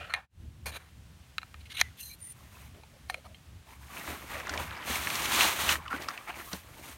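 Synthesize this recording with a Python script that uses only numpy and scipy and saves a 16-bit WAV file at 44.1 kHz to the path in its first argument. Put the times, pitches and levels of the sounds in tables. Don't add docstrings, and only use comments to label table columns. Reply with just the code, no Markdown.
import sys
import numpy as np
from scipy import signal
from scipy.fft import rfft, irfft, next_fast_len
from scipy.io import wavfile
from scipy.ndimage import uniform_filter1d

SR = 44100
rng = np.random.default_rng(int(sys.argv[2]) if len(sys.argv) > 2 else 0)


def dump(signal):
    limited = np.clip(np.atleast_2d(signal).T, -1, 1)
    pcm = np.round(limited * 32767).astype(np.int16)
    wavfile.write(sys.argv[1], SR, pcm)


N = 307377

# pitch_hz, level_db, t60_s
POLE_MODES = [(584, -14.5, 0.038), (739, -7.5, 0.055), (890, -16.5, 0.033), (1290, -6, 0.034),
              (1614, -13, 0.029), (1823, 0.5, 0.036), (2154, -1, 0.041), (2424, 4, 0.027),
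              (2760, 3.5, 0.021), (3180, -15, 0.057), (4013, 4, 0.034), (4310, -2, 0.035), (5850, -26, .02),
              (6250, -7.5, 0.032), (8200, -32, .03), (9310, -13.5, 0.086)]
# start_s, level_db, bass_db, treble_db, ring (share of t60), focus_hz, focus_db
POLE_KNOCKS = [(0.1383, -22, -0.5, -8.5, 1.03, 4170, 1.5), (.148, -29, 7, -17, 1.1, 1790, 14),
               (.163, -42, 3, -14, 2, 1800, 5), (1.3822, -26.5, -23.5, -16, 0.56, 1260, 11),
               (1.417, -47, 7, -14, 1.1, 2500, -5), (1.431, -40, 0, -25, 0.73, 1250, 17),
               (1.543, -43.5, -15, -41, 0.84, 1290, 10), (1.8123, -22, -37, 18, 0.23, 5800, 16.5),
               (1.8137, -16, -6.5, -13, 0.56, 1700, 11.5), (2.835, -49.5, 0, -7, 0.8, 950, 45),
               (3.0988, -28, 6.5, -6, 0.74, 790, 12), (3.143, -30.5, 20, 0, 0.66, 2280, 12),
               (3.346, -48, -7, 6, 1, 3150, 23)]
# start_s, end_s, start_db, end_db, bass_db, treble_db, grit_db (against the ringing tube),
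# focus_hz, focus_db
POLE_SCRAPES = [(0, 0.105, -39.5, -52, 14, -45, 2.5, 1490, 14),
                (0.096, 0.14, -35, -43.5, 16, -5, 5, 1440, 18.5),
                (0.156, 0.274, -37, -55, 8, -36, -1.5, 1730, 11.5),
                (0.657, 0.709, -31.5, -44.5, 4.5, 6, 3.5, 620, 11),
                (0.712, 0.771, -47, -36.5, 3, 2.5, 3.5, 1380, 0),
                (0.77, 0.89, -52.5, -62, 13, 4, 11, 1500, 10),
                (1.597, 1.617, -55, -55, -10, 2, -5, 4000, 2),
                (1.654, 1.671, -46, -50.5, -1, -2, -3, 2200, 12),
                (1.691, 1.724, -56, -35, -36, -10, 6, 3260, -4),
                (1.737, 1.758, -42, -35, -23, -1, -4, 2980, -4),
                (1.766, 1.778, -33, -32, -24, -3, 2, 2600, 2),
                (1.782, 1.809, -34, -27.5, -14, -3, 9, 2800, 0),
                (1.965, 1.999, -61, -42, -27, 5, 16, 13000, 8),
                (2, 2.149, -40, -50.5, -27, 27, 5.5, 12400, 6),
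                (2.185, 2.323, -59, -50.5, -4, 26, 10, 12500, 0),
                (3.085, 3.103, -60, -33, -2, 9, -5, 990, 7), (3.107, 3.2, -51, -57.5, 14, 4, -3, 2200, 6),
                (3.242, 3.268, -50.5, -46, 19, 4, 2, 1140, 21)]
# start_s, end_s, pitch_hz, level_db
POLE_SQUEALS = [(1.81, 1.898, 2000, -50.5), (1.99, 2.047, 2760, -51.5), (1.98, 2.136, 6280, -53),
                (2.046, 2.154, 4080, -50.5), (2.089, 2.151, 2350, -54), (2.195, 2.344, 9220, -43.5),
                (2.2, 2.32, 1990, -62), (2.93, 2.985, 554, -57.5), (3.104, 3.213, 544, -54.5),
                (3.27, 3.336, 630, -57.5)]
# frequency_hz, level_db
GRIT_SPECTRUM = [(250, -29.5), (450, -13), (680, -5.5), (930, -5.5), (1350, -3.5), (3000, -1), (4300, -5.5),
                 (5200, -15.5), (6500, -11), (7800, -20), (9300, -8), (10500, -17.5), (13000, -15),
                 (16000, -29.5)]

# start_s, length_s, folds_db (buckling), weave_db (sliding), bulk_db (flapping)
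HAND_STROKES = [(2.308, 0.16, -62.5, -62.5, -69), (2.449, 0.21, -60.5, -60, -68),
                (2.728, 0.044, -62, -67, -57.5), (3.642, 0.091, -57.5, -60, -64),
                (3.746, 0.24, -58, -58.5, -71), (3.865, 0.2, -46.5, -48.5, -54),
                (4.03, 0.1, -44.5, -47.5, -46), (4.098, 0.18, -51, -53, -56.5),
                (4.254, 0.14, -42, -49, -54.5), (4.407, 0.095, -43.5, -58, -49.5),
                (4.478, 0.089, -39, -51.5, -46.5), (4.576, 0.047, -39, -44.5, -48.5),
                (4.616, 0.22, -43.5, -59.5, -53.5), (5.747, .12, -51, -63, -67),
                (5.884, 0.078, -40.5, -52.5, -48), (5.988, 0.039, -43, -50.5, -47.5),
                (6.042, 0.097, -47, -54.5, -57.5), (6.147, .11, -54, -58, -61),
                (6.261, 0.046, -42, -54, -52.5), (6.327, .09, -47.5, -50.5, -53),
                (6.428, 0.063, -62, -51.5, -63), (6.501, 0.049, -47, -46.5, -59),
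                (6.595, 0.16, -58, -58.5, -61), (6.735, 0.11, -54.5, -54.5, -55.5),
                (6.81, .11, -53, -50.5, -59)]
# time_s, speed_db
PULL_SPEED = [(4.83, -57), (4.895, -37), (4.99, -40), (5.28, -38), (5.4, -28), (5.462, -31), (5.556, -41.5),
              (5.615, -34), (5.675, -37), (5.71, -29.5), (5.75, -38.5), (5.8, -61)]
# frequency_hz, level_db
FOLD_SPECTRUM = [(300, -7.5), (480, -13), (620, -3), (1050, 3), (1500, -0.5), (2300, -0.5), (3000, -7),
                 (4200, -15.5), (6000, -20.5)]
WEAVE_SPECTRUM = [(900, -9), (2200, -1), (4000, 0.5), (5000, -4), (6300, 0), (7600, -3), (9200, 1),
                  (10400, -4.5), (12300, 0), (14000, -3.5), (16000, -5.5)]
RASP_SPECTRUM = [(700, -48), (1100, 0.5), (2300, 2), (3000, 4), (4200, 2.5), (5000, -9), (6200, -2.5),
                 (7500, -7), (9000, -13), (12000, -73)]
BULK_SPECTRUM = [(70, -11), (140, -2.5), (330, 0.5), (460, -4), (700, -3), (1200, -43)]
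# start_s, level_db, pitch_hz, treble_db (tick against panel)
CREASE_POPS = [(4.077, -36, 890, -14), (4.399, -38, 2300, -13), (4.47, -33.5, 1290, -12),
               (4.4939, -30.5, 1500, -2), (4.538, -32, 1470, -8), (4.576, -31.5, 2900, -14),
               (4.597, -35, 684, -14), (4.956, -28.5, 2350, -11), (5.072, -27, 2040, -18),
               (5.102, -29, 2200, -9), (5.155, -31.5, 2860, 2), (5.22, -33, 2130, -2),
               (5.256, -28, 2570, -6), (5.31, -31.5, 1490, -13), (5.408, -20, 2540, -15),
               (5.69, -20.5, 2470, -9), (5.693, -20.5, 2030, -9), (5.756, -30, 1620, -19),
               (5.861, -40, 1490, -24), (5.88, -39, 2680, -21), (5.929, -30, 1290, -26),
               (6.021, -44, 1200, 9), (6.106, -39, 1420, -20), (6.0859, -26.5, 1240, -6),
               (6.176, -36, 2280, -26), (6.28, -50, 1310, -14), (6.5309, -33, 1490, 6)]
# start_s, level_db, pitch_hz, thud_db (half the deep thud's amplitude)
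BUNDLE_THUMPS = [(4.079, -43.5, 325, -43), (4.51, -46, 249, -40), (4.598, -39, 558, -36.5),
                 (4.898, -35, 257, -42.5), (5.34, -39, 216, -44), (5.67, -41, 197, -37),
                 (5.938, -33, 277, -47), (6.532, -34, 185, -46.5)]
# start_s, end_s, start_hz, end_hz, level_db
PANEL_RUBS = [(3.664, 3.743, 947, 880, -55), (3.884, 3.989, 1195, 900, -50), (4.332, 4.431, 687, 556, -44),
              (4.5, 4.636, 520, 600, -45.5), (5.774, 5.836, 1153, 896, -43.5),
              (5.845, 5.913, 1502, 897, -43), (5.899, 5.968, 1298, 1590, -35), (5.96, 6.05, 515, 459, -52),
              (6.271, 6.366, 857, 694, -59), (6.45, 6.549, 1080, 1366, -50)]
# start_s, length_s, level_db
PALM_SKIMS = [(3.87, 0.27, -55), (4.57, 0.053, -56), (6.36, 0.17, -52)]

# time_s, level_db
RUMBLE_SPECTRUM = [(22, -40), (40, -15), (60, -7.5), (71, 0.5), (82, -6.5), (120, -9.5), (180, -17),
                   (260, -22.5), (450, -38)]
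RUMBLE_COURSE = [(0, -48.5), (3.35, -49.5), (3.6, -50), (4.4, -50.5), (5.95, -46), (6.15, -54), (6.97, -52)]
# frequency_hz, level_db
AIR_SPECTRUM = [(100, 2), (400, -1.5), (800, -2), (1600, -2.5), (3000, -3.5), (5000, -8.5), (9000, -11),
                (15500, -17)]
# time_s, gain_db
LEVEL_DIP = [(0, -1.5), (.19, -4.5), (.25, -15.5), (.28, -43), (.31, -25), (.35, -11.5), (.41, -3.5)]

PULL_FOLDS_DB, PULL_BULK_DB = 0.5, -28
PULL_EASE_S = 0.027
FOLD_HZ, FOLD_REFERENCE_DB, FOLD_OCTAVES_PER_DB = 1450, -46.5, 3.5
STROKE_SWELL_SHARE, STROKE_FADE_S = 0.54, 0.047
AIR_DB = -58.5
TOP_HZ = 15900


def knocks(crack_db=-6, tail_db=-33, crack_s=.0019, tail_s=0.071, lowest_hz=520):
    out = np.zeros(N)
    for start_s, level_db, bass_db, treble_db, ring, focus_hz, focus_db in POLE_KNOCKS:
        touch = bass_db, treble_db, focus_hz, focus_db
        tube = pole_ring(touch, ring)
        t = np.arange(len(tube)) / SR
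        rough = grit(rng.standard_normal(len(t)), touch)
        crack = blow(rough * np.exp(-t / crack_s), crack_db)
        tail = blow(rough * np.exp(-t / tail_s), tail_db)
        add(out, start_s, blow(blow(tube, 0) + crack + tail, level_db))
    return signal.sosfilt(signal.butter(4, lowest_hz, "high", fs=SR, output="sos"), out)


def scrapes(ring=0.63, chatter_db=2, edge_s=0.0043):
    out = np.zeros(N)
    friction = slips(9000, 1.4) * undb(chatter_db * walk(170))
    for (start_s, end_s, start_db, end_db, bass_db, treble_db, grit_db,
         focus_hz, focus_db) in POLE_SCRAPES:
        touch = bass_db, treble_db, focus_hz, focus_db
        length_s = end_s - start_s
        t = np.arange(int((max(length_s, 0) + 10 * edge_s) * SR)) / SR
        rub = friction[max(int(start_s * SR), 0):][:len(t)]
        tube = unit(signal.fftconvolve(rub, pole_ring(touch, ring))[:len(t)])
        scrape = unit(tube + undb(grit_db) * grit(rub, touch))
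        onset = 1 - np.exp(-2 * t / edge_s)
        pressure = undb(np.interp(t, [0, length_s], [start_db, end_db])) * onset
        release = np.exp(-np.maximum(t - length_s, 0) / edge_s)
        add(out, start_s, scrape * pressure * release)
    return out


def squeals(width_hz=80, width_share=0.017):
    out, friction = np.zeros(N), rng.standard_normal(N)
    for start_s, end_s, pitch_hz, level_db in POLE_SQUEALS:
        rub = friction[int(start_s * SR):][:int(max(end_s - start_s, .01) * SR)]
        width = width_hz + width_share * pitch_hz
        tone = unit(resonate(resonate(rub, pitch_hz, width), pitch_hz, 2 * width))
        add(out, start_s, undb(level_db) * tone * signal.windows.tukey(len(rub), .5))
    return out


def pole_ring(touch, ring, scatter_db=4.0):
    t = np.arange(SR // 4) / SR
    hz, db, t60 = np.transpose(POLE_MODES)
    db = db + contact(hz, *touch) + scatter_db * rng.standard_normal(len(hz))
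    hz = hz * (1 + .008 * rng.standard_normal(len(hz)))
    decay = np.exp(-np.log(1000) * np.outer(1 / (t60 * max(ring, .1)), t))
    modes = np.sin(2 * np.pi * np.outer(hz, t)) * decay
    signs = rng.choice([-1, 1], len(hz))
    return (signs * undb(db)) @ modes


def grit(x, touch):
    hz, db = np.transpose(GRIT_SPECTRUM)
    return colour(x, np.transpose([hz, db + contact(hz, *touch)]))


def contact(hz, bass_db, treble_db, focus_hz, focus_db):
    bass = bass_db / (1 + (hz / 1150) ** 4)
    treble = treble_db / (1 + (5200 / hz) ** 4)
    return bass + treble + focus_db * bump(hz, focus_hz, octaves=0.17)


def cloth(folds_db=4, weave_db=3.0, bulk_db=3.5, rasp_db=8, crackle_db=-5, taut_db=-38, merge_db=-49):
    folds, weave, bulk = motion()
    folds_above_db = 20 * np.log10(folds) - FOLD_REFERENCE_DB
    fold_hz = FOLD_HZ * 2 ** (FOLD_OCTAVES_PER_DB * folds_above_db)
    taut = weave / (weave + undb(taut_db))
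    jerk = undb(0.9 * walk(55))
    slack = colour(buckling(2600, 3.8, 10.0, fold_hz), FOLD_SPECTRUM)
    merged = weave / (weave + undb(merge_db))
    rush = colour(slips(7500, 3.6), FOLD_SPECTRUM)
    crumple = np.sqrt(1 - merged) * slack + np.sqrt(merged) * rush
    crackle = (1 - merged) * colour(buckling(140, 4.7, 3.4, fold_hz), FOLD_SPECTRUM)
    hiss = colour(slips(16000, 4.0), WEAVE_SPECTRUM)
    rasp = colour(slips(11000, 3.7), RASP_SPECTRUM) * taut
    flap = colour(slips(600, 3.8), BULK_SPECTRUM)
    creasing = folds * (undb(folds_db) * crumple + undb(crackle_db) * crackle)
    sliding = weave * (undb(weave_db) * hiss + undb(rasp_db) * rasp)
    return jerk * (creasing + sliding) + undb(bulk_db) * bulk * flap


def motion():
    time_s, speed_db = np.transpose(PULL_SPEED)
    speed = undb(np.interp(np.arange(N) / SR, time_s, speed_db, left=-120, right=-120))
    speed = np.abs(uniform_filter1d(speed, int(PULL_EASE_S * SR)))
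    pull = np.array([undb(PULL_FOLDS_DB) * speed, speed, undb(PULL_BULK_DB) * np.sqrt(speed)])
    shapes = np.array([stroke(start_s, length_s) for start_s, length_s, *_ in HAND_STROKES])
    strengths = undb(np.array(HAND_STROKES)[:, 2:].T)
    return np.sqrt(pull ** 2 + strengths ** 2 @ shapes ** 2)


def stroke(start_s, length_s):
    t = np.arange(N) / SR - start_s
    swell = np.sin(np.pi / 2 * np.clip(t / (STROKE_SWELL_SHARE * length_s), 0, 1)) ** 2
    return swell * np.exp(-np.clip((t - length_s) / STROKE_FADE_S, 0, 20))


def buckling(per_s, spread_db, cycles, fold_hz, focus_db=4, count=16):
    out = np.zeros(N)
    for hz in np.geomspace(450, 5000, count):
        shifting_db = 3 * walk(22)
        share = undb(focus_db * bump(hz, fold_hz[::100], octaves=.4)).repeat(100)[:N]
        flips = slips(per_s / count, spread_db) * share * undb(shifting_db)
        out += resonate(flips, hz, hz / cycles)
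    return out


def pops(snap_s=0.0027, flutter_db=-21, flutter_s=0.024, cycles=2.36, tick_hz=4500):
    out, t = np.zeros(N), np.arange(SR // 16) / SR
    envelope = np.exp(-t / snap_s) + undb(flutter_db) * np.exp(-t / flutter_s)
    tick_width = 0.72 * tick_hz
    for start_s, level_db, pitch_hz, treble_db in CREASE_POPS:
        snap = rng.standard_normal(len(t)) * envelope
        width = pitch_hz / cycles
        panel = resonate(resonate(snap, pitch_hz, width), pitch_hz, 2 * width)
        tick = resonate(resonate(snap, tick_hz, tick_width), tick_hz, tick_width)
        add(out, start_s, blow(unit(panel) + undb(treble_db) * unit(tick), level_db))
    return out


def thumps(decay_s=0.012, scuff_db=-5, thud_hz=76, thud_s=0.053):
    out, t = np.zeros(N), np.arange(SR // 4) / SR
    onset = 1 - np.exp(-t / 0.0032)
    thud = np.sin(2 * np.pi * thud_hz * t) * np.exp(-t / thud_s)
    for start_s, level_db, pitch_hz, thud_db in BUNDLE_THUMPS:
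        scuff = undb(scuff_db) * colour(rng.standard_normal(len(t)), BULK_SPECTRUM)
        push = (np.sin(2 * np.pi * pitch_hz * t) + scuff) * np.exp(-t / decay_s)
        add(out, start_s, blow(push * onset, level_db) + 2 * undb(thud_db) * thud * onset)
    return out


def rubs(flutter_per_s=260):
    out = np.zeros(N)
    shiver = walk(flutter_per_s) + 1j * walk(flutter_per_s)
    for start_s, end_s, start_hz, end_hz, level_db in PANEL_RUBS:
        part = shiver[int(start_s * SR):][:int(max(end_s - start_s, .01) * SR)]
        phase = 2 * np.pi * np.cumsum(np.geomspace(start_hz, end_hz, len(part))) / SR
        band = np.real(part * np.exp(1j * phase))
        add(out, start_s, undb(level_db) * band * signal.windows.tukey(len(part), .5))
    return out


def skims(hz=13000, width_hz=4500, grain_db=2):
    threads = unit(resonate(resonate(slips(16000, grain_db), hz, width_hz), hz, width_hz))
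    palm = sum(undb(level_db) * stroke(start_s, length_s) for start_s, length_s, level_db in PALM_SKIMS)
    return threads * palm


def outdoors(waver_db=3.0, waver_per_s=11):
    course_db = np.interp(np.arange(N) / SR, *np.transpose(RUMBLE_COURSE))
    rumble_db = course_db + waver_db * walk(waver_per_s)
    rumble = colour(rng.standard_normal(N), RUMBLE_SPECTRUM) * undb(rumble_db)
    air = colour(rng.standard_normal(N), AIR_SPECTRUM) * undb(AIR_DB + 1.4 * walk(2.02))
    return rumble + air


def slips(per_s, spread_db):
    chance = rng.random(N) * SR / per_s
    hit, out = chance < 1, np.zeros(N)
    size = np.minimum(-np.log(chance[hit] + 1e-9), 4)
    out[hit] = np.sign(rng.random(N)[hit] - .5) * undb(spread_db * size)
    return out


def walk(rate):
    knots = rng.standard_normal(4096)
    return unit(np.interp(np.arange(N) / SR * rate, np.arange(len(knots)), knots))


def colour(x, points):
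    hz, db = np.transpose(points)
    size = next_fast_len(len(x))
    f = np.maximum(np.arange(size // 2 + 1) * SR / size, 1)
    skirts = np.minimum(f / hz[0], 1) ** 2 * np.minimum(hz[-1] / f, 1) ** 2
    gain = undb(np.interp(np.log(f), np.log(hz), db)) * skirts
    return unit(irfft(rfft(x, size) * gain, size)[:len(x)])


def resonate(x, hz, width_hz):
    return signal.lfilter(*signal.iirpeak(hz, hz / width_hz, fs=SR), x)


def bump(hz, centre_hz, octaves):
    return np.exp(-.5 * (np.log2(hz / centre_hz) / octaves) ** 2)


def undb(db):
    return 10 ** (np.asarray(db) / 20)


def unit(x):
    return x / np.sqrt(np.mean(x ** 2) + 1e-20)


def blow(x, db):
    return x * undb(db) / np.sqrt(np.mean(x[:SR // 100] ** 2))


def add(out, start_s, x):
    i = max(int(start_s * SR), 0)
    out[i:i + len(x)] += x[:N - i]


def scene():
    poles = knocks() + scrapes() + squeals()
    sack = cloth() + pops() + thumps() + rubs() + skims()
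    mono = poles + sack + outdoors()
    return np.array([mono, mono])


def record(dry):
    gain = undb(np.interp(np.arange(N) / SR, *np.transpose(LEVEL_DIP)))
    return signal.sosfilt(signal.ellip(10, .2, 80, TOP_HZ, fs=SR, output="sos"), dry * gain)


dry = scene()
out = record(dry)
dump(out)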